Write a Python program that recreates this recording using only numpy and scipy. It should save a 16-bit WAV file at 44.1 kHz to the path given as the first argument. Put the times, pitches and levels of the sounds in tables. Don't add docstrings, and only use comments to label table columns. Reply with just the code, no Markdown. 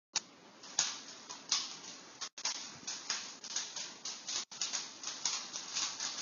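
import sys
import numpy as np
from scipy import signal
from scipy.io import wavfile
from scipy.ndimage import uniform_filter1d, minimum_filter1d

SR = 44100
rng = np.random.default_rng(int(sys.argv[2]) if len(sys.argv) > 2 else 0)


def waveform_to_disk(signal):
    frames = np.transpose(np.atleast_2d(signal))
    scaled = np.clip(frames, -1, 1) * 32767
    samples = np.round(scaled).astype(np.int16)
    wavfile.write(sys.argv[1], SR, samples)


def gain_from_db(level_db):
    decades = np.asarray(level_db, float) / 20
    return 10 ** decades


N = 274136

# (frequency [Hz], readiness to empty [1])
STARVED = [(300, -1.4), (1000, -.5), (2300, .3), (3500, .1), (5000, -.8), (7000, -1.2)]
RESET_S, RESET_DB = 0.179, -21.5


def at_hz(points, hz):
    table_hz, values = np.array(points).T
    return np.interp(np.log(hz), np.log(table_hz), values)


def rms_one(x):
    return x / np.sqrt(np.mean(x ** 2) + 1e-20)


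def drift(rate_hz):
    r = np.exp(-2 * np.pi * rate_hz / SR)
    slow = signal.lfilter([1], [1, -2 * r, r * r], rng.standard_normal(N + SR))
    return rms_one(slow[SR:])


def ring(clicks, hz, t60_s):
    r = gain_from_db(-60 / (t60_s * SR))
    w = 2 * np.pi * hz / SR
    return signal.lfilter([0, np.sin(w)], [1, -2 * r * np.cos(w), r * r], clicks + 1e-18)


def spikes(times_s, heights):
    out = np.zeros(N)
    np.add.at(out, np.clip((times_s * SR).astype(int), 0, N - 1), heights)
    return out


def bands(spectrum, per_octave):
    low_hz, high_hz = spectrum[0][0], spectrum[-1][0]
    edges = low_hz * 2 ** np.arange(0, np.log2(high_hz / low_hz) + 1 / per_octave, 1 / per_octave)
    centres = np.sqrt(edges[1:] * edges[:-1])
    white = rng.standard_normal((2, N))
    noise = []
    for k, hz in enumerate(centres):
        sos = signal.butter(2, [edges[k], edges[k + 1]], "band", fs=SR, output="sos")
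        noise.append(gain_from_db(at_hz(spectrum, hz)) * signal.sosfilt(sos, white[k % 2]))
    noise = np.array(noise)
    return zip(centres, noise / np.std(noise.sum(axis=0)))


def house():
    # (frequency [Hz], level [dB per Hz])
    hum = [(24, -90), (40, -65.5), (76, -18), (149, -16), (235, -7), (333, -11.5), (571, -16.5),
           (1120, -17.5), (1870, -29), (2090, -21.5), (2540, -24), (6280, -27.5), (7000, -45),
           (9100, -77.5), (15400, -120)]
    level_db = -58.5
    common, *own = [drift(9.5), drift(7.1), drift(4.8), drift(3.7)]
    out = 0
    for k, (hz, noise) in enumerate(bands(hum[1:-2], per_octave=2)):
        out = out + noise * gain_from_db(common + own[k % 3])
    return gain_from_db(level_db) * out


def thumps():
    # (time [s], peak level [dB], frequency [Hz], t60 [s])
    pads = [(2.461, -47, 248, 0.048), (2.696, -44, 215, 0.054), (2.724, -45, 279, 0.077),
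            (2.749, -41.5, 147, 0.071), (2.769, -46.5, 96.9, 0.06), (2.789, -48, 288, 0.076),
            (2.829, -34, 223, 0.022), (3.47, -47, 315, 0.055), (4.354, -42, 350, 0.055),
            (4.379, -40.5, 353, 0.069), (6.189, -50.5, 194, 0.06)]
    push = np.hanning(120) / 60
    out = 0
    for time_s, db, hz, t60_s in pads:
        pushed = np.convolve(spikes(np.array([time_s]), gain_from_db(db - 3)), push)[:N]
        out = out + ring(pushed, hz, max(t60_s, 0.02))
    return out


def sliding():
    # (time [s], level [dB])
    pull = [(0.2, -83), (0.31, -75), (0.6, -59), (0.7, -48), (0.99, -50), (1.27, -50), (1.47, -56.5),
            (1.76, -50), (2.2, -53), (2.65, -41.5), (2.8, -52.5), (3.26, -41.5), (3.4, -57), (3.85, -43),
            (4.03, -54.5), (4.5, -44.5), (5.02, -49), (5.66, -44)]
    # (time of the catch [s], level [dB], swell [s])
    skids = [
        (2.92, -40, 0.086),
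        (3.09, -42.5, 0.062),
        (3.54, -39, 0.063),
        (4.36, -35, .1),
        (5.09, -41, 0.065),
        (5.25, -40, 0.094),
        (5.78, -35, 0.067),
        (5.84, -35, 0.039),
        (6.17, -43, .1),
        (6.22, -32, 0.046),
    ]
    depth_db, stop_s = 13, 0.11
    t = np.arange(N) / SR
    power = gain_from_db(2 * np.interp(t, *np.transpose(pull)))
    for catch_s, db, swell_s in skids:
        skid_s = [catch_s - swell_s, catch_s, catch_s + stop_s]
        skid_db = [db - depth_db, db, db - depth_db]
        power = power + gain_from_db(2 * np.interp(t, skid_s, skid_db, left=-200, right=-200))
    return 10 * np.log10(power)


def scrabble(modes, per_s, uneven_db):
    sizes = gain_from_db(uneven_db * np.minimum(rng.exponential(1, N), 4)) * rng.choice([-1, 1], N)
    slips = sizes * (rng.random(N) < per_s * gain_from_db(3 * drift(40)) / SR)
    dealt = rng.integers(0, len(modes), N)
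    out = 0
    for k, (hz, db, t60_s) in enumerate(modes):
        out = out + gain_from_db(db) * ring(slips * (dealt == k), hz, t60_s)
    return rms_one(out)


def all_taps():
    # (time [s], peak level [dB], board knock re peak [dB], room tail re peak [dB])
    wide = [(0.159, -17, -14.5, -15), (0.1667, -31, -9, -22), (0.1698, -18, -10, -16.5),
            (0.632, -42.5, -11.5, -8), (1.2953, -37, 2, -12), (2.4497, -22.5, -12.5, -10),
            (4.0794, -30, -12, -14.5), (4.2838, -30, -28, -7.5), (4.3754, -32, -30, -18),
            (5.254, -16, -16, -19), (5.5563, -26, -14, -20), (5.7679, -22.5, -30, -16.5)]
    middle = [(0.7, -41, -2.5, -19.5), (0.8694, -31.5, -11, -10.5), (1.3082, -27, -23, -26),
              (1.492, -28.5, -18, -21), (1.5188, -12.5, -13, -17.5), (1.712, -33.5, -11.5, -14),
              (1.8768, -34.5, -23.5, -12), (2.2214, -28.5, -9, -14), (2.468, -27, -20, -20),
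              (3.286, -39.5, -27, -9), (3.7617, -28.5, -8, -12), (3.7994, -26.5, -12, -20),
              (4.0517, -25.5, -25, -12.5), (4.3567, -20, -13.5, -20), (4.7488, -24, -16, -15),
              (5.0337, -33, -21, -12), (5.0708, -23, -11, -19.5), (5.0874, -27.5, -29, -22.5),
              (5.2744, -28, -11.5, -13.5), (5.3284, -26.5, -11.5, -11.5), (5.5337, -36, -24, -8),
              (5.68, -37.5, -14, -10), (5.7402, -33.5, -6, -15.5), (5.7566, -28.5, -36, -10.5),
              (5.7794, -28.5, -13, -15), (5.8179, -23.5, -10.5, -16), (5.828, -22, -21, -24),
              (6.0488, -23, -11, -18.5)]
    narrow = [(0.7876, -13.5, -12.5, -16.5), (1.0814, -40.5, -27, -9), (1.836, -43, -27, -7),
              (2.2115, -31, -7.5, -12.5), (2.36, -30, -15.5, -12), (2.8747, -28.5, -15, -10.5),
              (3.0988, -18.5, -6.5, -17.5), (3.4385, -37.5, -16, -7), (3.49, -33, -24, -10.5),
              (3.5603, -20.5, -15, -15.5), (4.2734, -36, -22, -20), (4.3238, -29, -24, -13),
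              (4.5, -32.5, -19, -16.5), (4.6137, -17, -16.5, -19.5), (4.634, -36, -14, -22),
              (4.7316, -22.5, -13, -15), (5.347, -35, -13.5, -10), (5.9983, -30.5, -12, -9.5),
              (6.0274, -25.5, -15.5, -13.5), (6.1789, -31.5, -8, -13), (6.2094, -30, -27, -19)]
    boards = [(wide, 900), (middle, 1153), (narrow, 1680)]
    return np.array([(*row, hz) for rows, hz in boards for row in rows])


def taps(modes, peak_db, spread_s, claws=4):
    shape = (len(peak_db), claws)
    late_s = spread_s * rng.random(shape) * (np.arange(claws) > 0)
    times_s = all_taps()[:, :1] + 0.001 + late_s
    out = 0
    for hz, level_db, t60_s in modes:
        luck_db = 2 * rng.standard_normal(shape)
        sign = np.sign(rng.standard_normal(shape))
        lateness_db = -4140 * abs(late_s - 0.0012)
        strength = gain_from_db(peak_db[:, None] + level_db + lateness_db + luck_db) * sign
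        out = out + ring(spikes(times_s.ravel(), strength.ravel()), hz, t60_s)
    return out


def echoed(x):
    # (delay [s], level [dB])
    reflections = [(.0065, -12), (.012, -11), (.019, -11), (.027, -14), (.037, -15)]
    out = x.copy()
    for delay_s, db in reflections:
        out += gain_from_db(db) * np.r_[np.zeros(round(delay_s * SR)), x][:N]
    out[round(RESET_S * SR):round((RESET_S + 0.1) * SR)] *= gain_from_db(RESET_DB)
    return out


def room(spectrum, tail_db_at, steady_db, flutter_db, per_octave):
    # (frequency [Hz], t60 [s])
    room_t60 = [(600, 0.4), (1500, 0.48), (3500, 0.59), (7000, 0.49)]
    times_s = all_taps()[:, 0] + 0.0025
    reset = round(RESET_S * SR)
    lumps = [drift(100), drift(60), drift(60)]
    out = 0
    for k, (hz, noise) in enumerate(bands(spectrum, per_octave)):
        keep = gain_from_db(-120 / (at_hz(room_t60, hz) * SR))
        tail_db = tail_db_at(hz) + 1.3 * rng.standard_normal(len(times_s))
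        fed = uniform_filter1d(spikes(times_s, gain_from_db(2 * tail_db)), size=360) + 1e-18
        before, state = signal.lfilter([1], [1, -keep], fed[:reset], zi=[0.])
        after, state = signal.lfilter([1], [1, -keep], fed[reset:], zi=state * gain_from_db(2 * RESET_DB))
        energy = np.abs(np.r_[before, after]) + gain_from_db(2 * steady_db)
        lumpy = gain_from_db(flutter_db * (lumps[0] + lumps[1 + k % 2]))
        out = out + noise * lumpy * np.sqrt(energy)
    return out


def scene():
    # (frequency [Hz], level [dB], t60 [s])
    claw_modes = [(2880, -7, 0.0053), (3760, -7, 0.011), (4600, -12, 0.0029), (4890, 1, 0.0051),
                  (5880, 0.5, 0.0065), (6597, 5.5, 0.0057)]
    board_modes = [(884, -1, .02), (1050, -1.5, 0.0064), (1642, 2, 0.017), (1810, -15.5, 0.0088)]
    # (frequency [Hz], level [dB per Hz])
    bright_colour = [(1180, -44), (2000, -12), (2530, -7.5), (2860, -8.5), (3690, -4.5), (5830, -1.5),
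                     (6610, -2.5), (7000, -12.5), (9100, -35), (15400, -120)]
    dull_colour = [(260, -42.5), (450, -15), (571, -9), (1070, -1), (1470, -3.5), (1700, -7.5),
                   (1800, -3.5), (2400, -17), (3120, -35.5), (5280, -120)]

    time_s, peak_db, knock_db, tail_db, board_hz = all_taps().T
    tilt_db_per_oct = -1.5 - 0.1526 * knock_db + 0.02 * (peak_db + 28.5)
    slide_db = sliding()
    grain_db = -53.5 + 0.52 * (slide_db + 49.5)

    def bright_tail_db(hz):
        return peak_db + tail_db + tilt_db_per_oct * np.log2(hz / 5000)

    def dull_tail_db(hz):
        octaves_off = np.minimum(abs(np.log2(hz / board_hz)), 0.3)
        return peak_db + tail_db + 0.7 * knock_db + 4.5 - 26 * octaves_off

    claw = echoed(taps(claw_modes, peak_db - 8.5, spread_s=0.003))
    claw = claw + gain_from_db(slide_db - 13) * scrabble(claw_modes, per_s=1400, uneven_db=3.5)
    board = echoed(taps(board_modes, peak_db + knock_db - 12, spread_s=0.00386))
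    board = board + gain_from_db(grain_db - 13) * scrabble(board_modes, per_s=300, uneven_db=1)
    bright = room(bright_colour[1:-2], bright_tail_db, slide_db - 7.5, flutter_db=-0.5, per_octave=4)
    dull = room(dull_colour[1:-2], dull_tail_db, grain_db - 9, flutter_db=0.97, per_octave=5)
    return (house() + thumps() + dull + bright + board + claw)[None]


def blotches(shape, frames, lines):
    along_time = uniform_filter1d(rng.standard_normal(shape), size=frames, axis=1)
    return rms_one(uniform_filter1d(along_time, size=lines, axis=0))


def thin_out(x, margin, depth_db, contrast):
    hz, _, cells = signal.stft(x, SR, nperseg=2048)
    ready = at_hz(STARVED, hz + 1)[:, None]
    empty = blotches(cells.shape, frames=9, lines=4) + ready > margin
    power = np.abs(cells) ** 2 + 1e-20
    favour = (power / uniform_filter1d(power, size=9, axis=0)) ** contrast
    cells = cells * favour * np.where(empty, gain_from_db(depth_db), 1)
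    return signal.istft(cells, SR, nperseg=2048)[1][:N]


def starve(x, margin, depth_db):
    hz, _, cells = signal.stft(x, SR, nperseg=1024)
    level_db = 10 * np.log10(np.sum(np.abs(cells[35:]) ** 2, axis=0) + 1e-14)
    rise = np.clip(np.r_[level_db[2:] - level_db[:-2], 0, 0] / 12, 0, 1)
    held = -minimum_filter1d(-rise, size=4)
    after = np.r_[0, 0, 0, held][:len(rise)]
    ready = at_hz(STARVED, hz + 1)[:, None]
    empty = blotches(cells.shape, frames=2, lines=6) + 0.8 * ready + 3.3 * rise > margin
    empty |= blotches(cells.shape, frames=4, lines=6) + 1.6 * ready + 2.6 * after > margin
    return signal.istft(cells * np.where(empty, gain_from_db(depth_db), 1), SR, nperseg=1024)[1][:N]


def dropout_gain_db():
    # (start [s], end [s], first level [dB], last level [dB])
    dropouts = [(0, 0.132, -73, -73), (0.147, 0.148, 0, 2), (2.278, 2.33, -17, -45),
                (2.333, 2.367, -93, -71), (2.37, 2.375, -27, -30), (2.418, 2.433, -10, -26),
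                (2.525, 2.543, -13, -15.5), (3.396, 3.409, -11, -15), (3.482, 3.497, -10, -19),
                (4.437, 4.47, -15.5, -41), (4.473, 4.512, -35, -30), (4.505, 4.514, -23, -10)]
    t = np.arange(N) / SR
    gain_db = np.zeros(N)
    for start_s, end_s, first_db, last_db in dropouts:
        dip_db = np.interp(t, [start_s, end_s], [first_db, last_db], left=0, right=0)
        gain_db = np.minimum(gain_db, dip_db)
    return minimum_filter1d(gain_db, size=120)


def band_limit(x):
    return signal.sosfilt(signal.butter(12, 15300, fs=SR, output="sos"), x)


def record(dry):
    gain_db = dropout_gain_db()
    thinned = thin_out(dry[0], margin=1.35, depth_db=-30, contrast=0.15)
    starved = starve(thinned, margin=3.4, depth_db=-25)[None]
    linked = starved * gain_from_db(uniform_filter1d(gain_db, size=60))
    top_cut = signal.ellip(12, 0.3, 66, 6890, fs=SR, output="sos")
    narrow = signal.sosfilt(top_cut, linked)
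    low_cut = signal.butter(3, 115, "high", fs=SR, output="sos")
    picked = signal.sosfilt(low_cut, narrow + 0.021 * narrow ** 2)
    hiss = gain_from_db(-93.5) * rng.standard_normal(dry.shape) * (gain_db > -50)
    return band_limit(picked + hiss)


dry = scene()
out = record(dry)
waveform_to_disk(out)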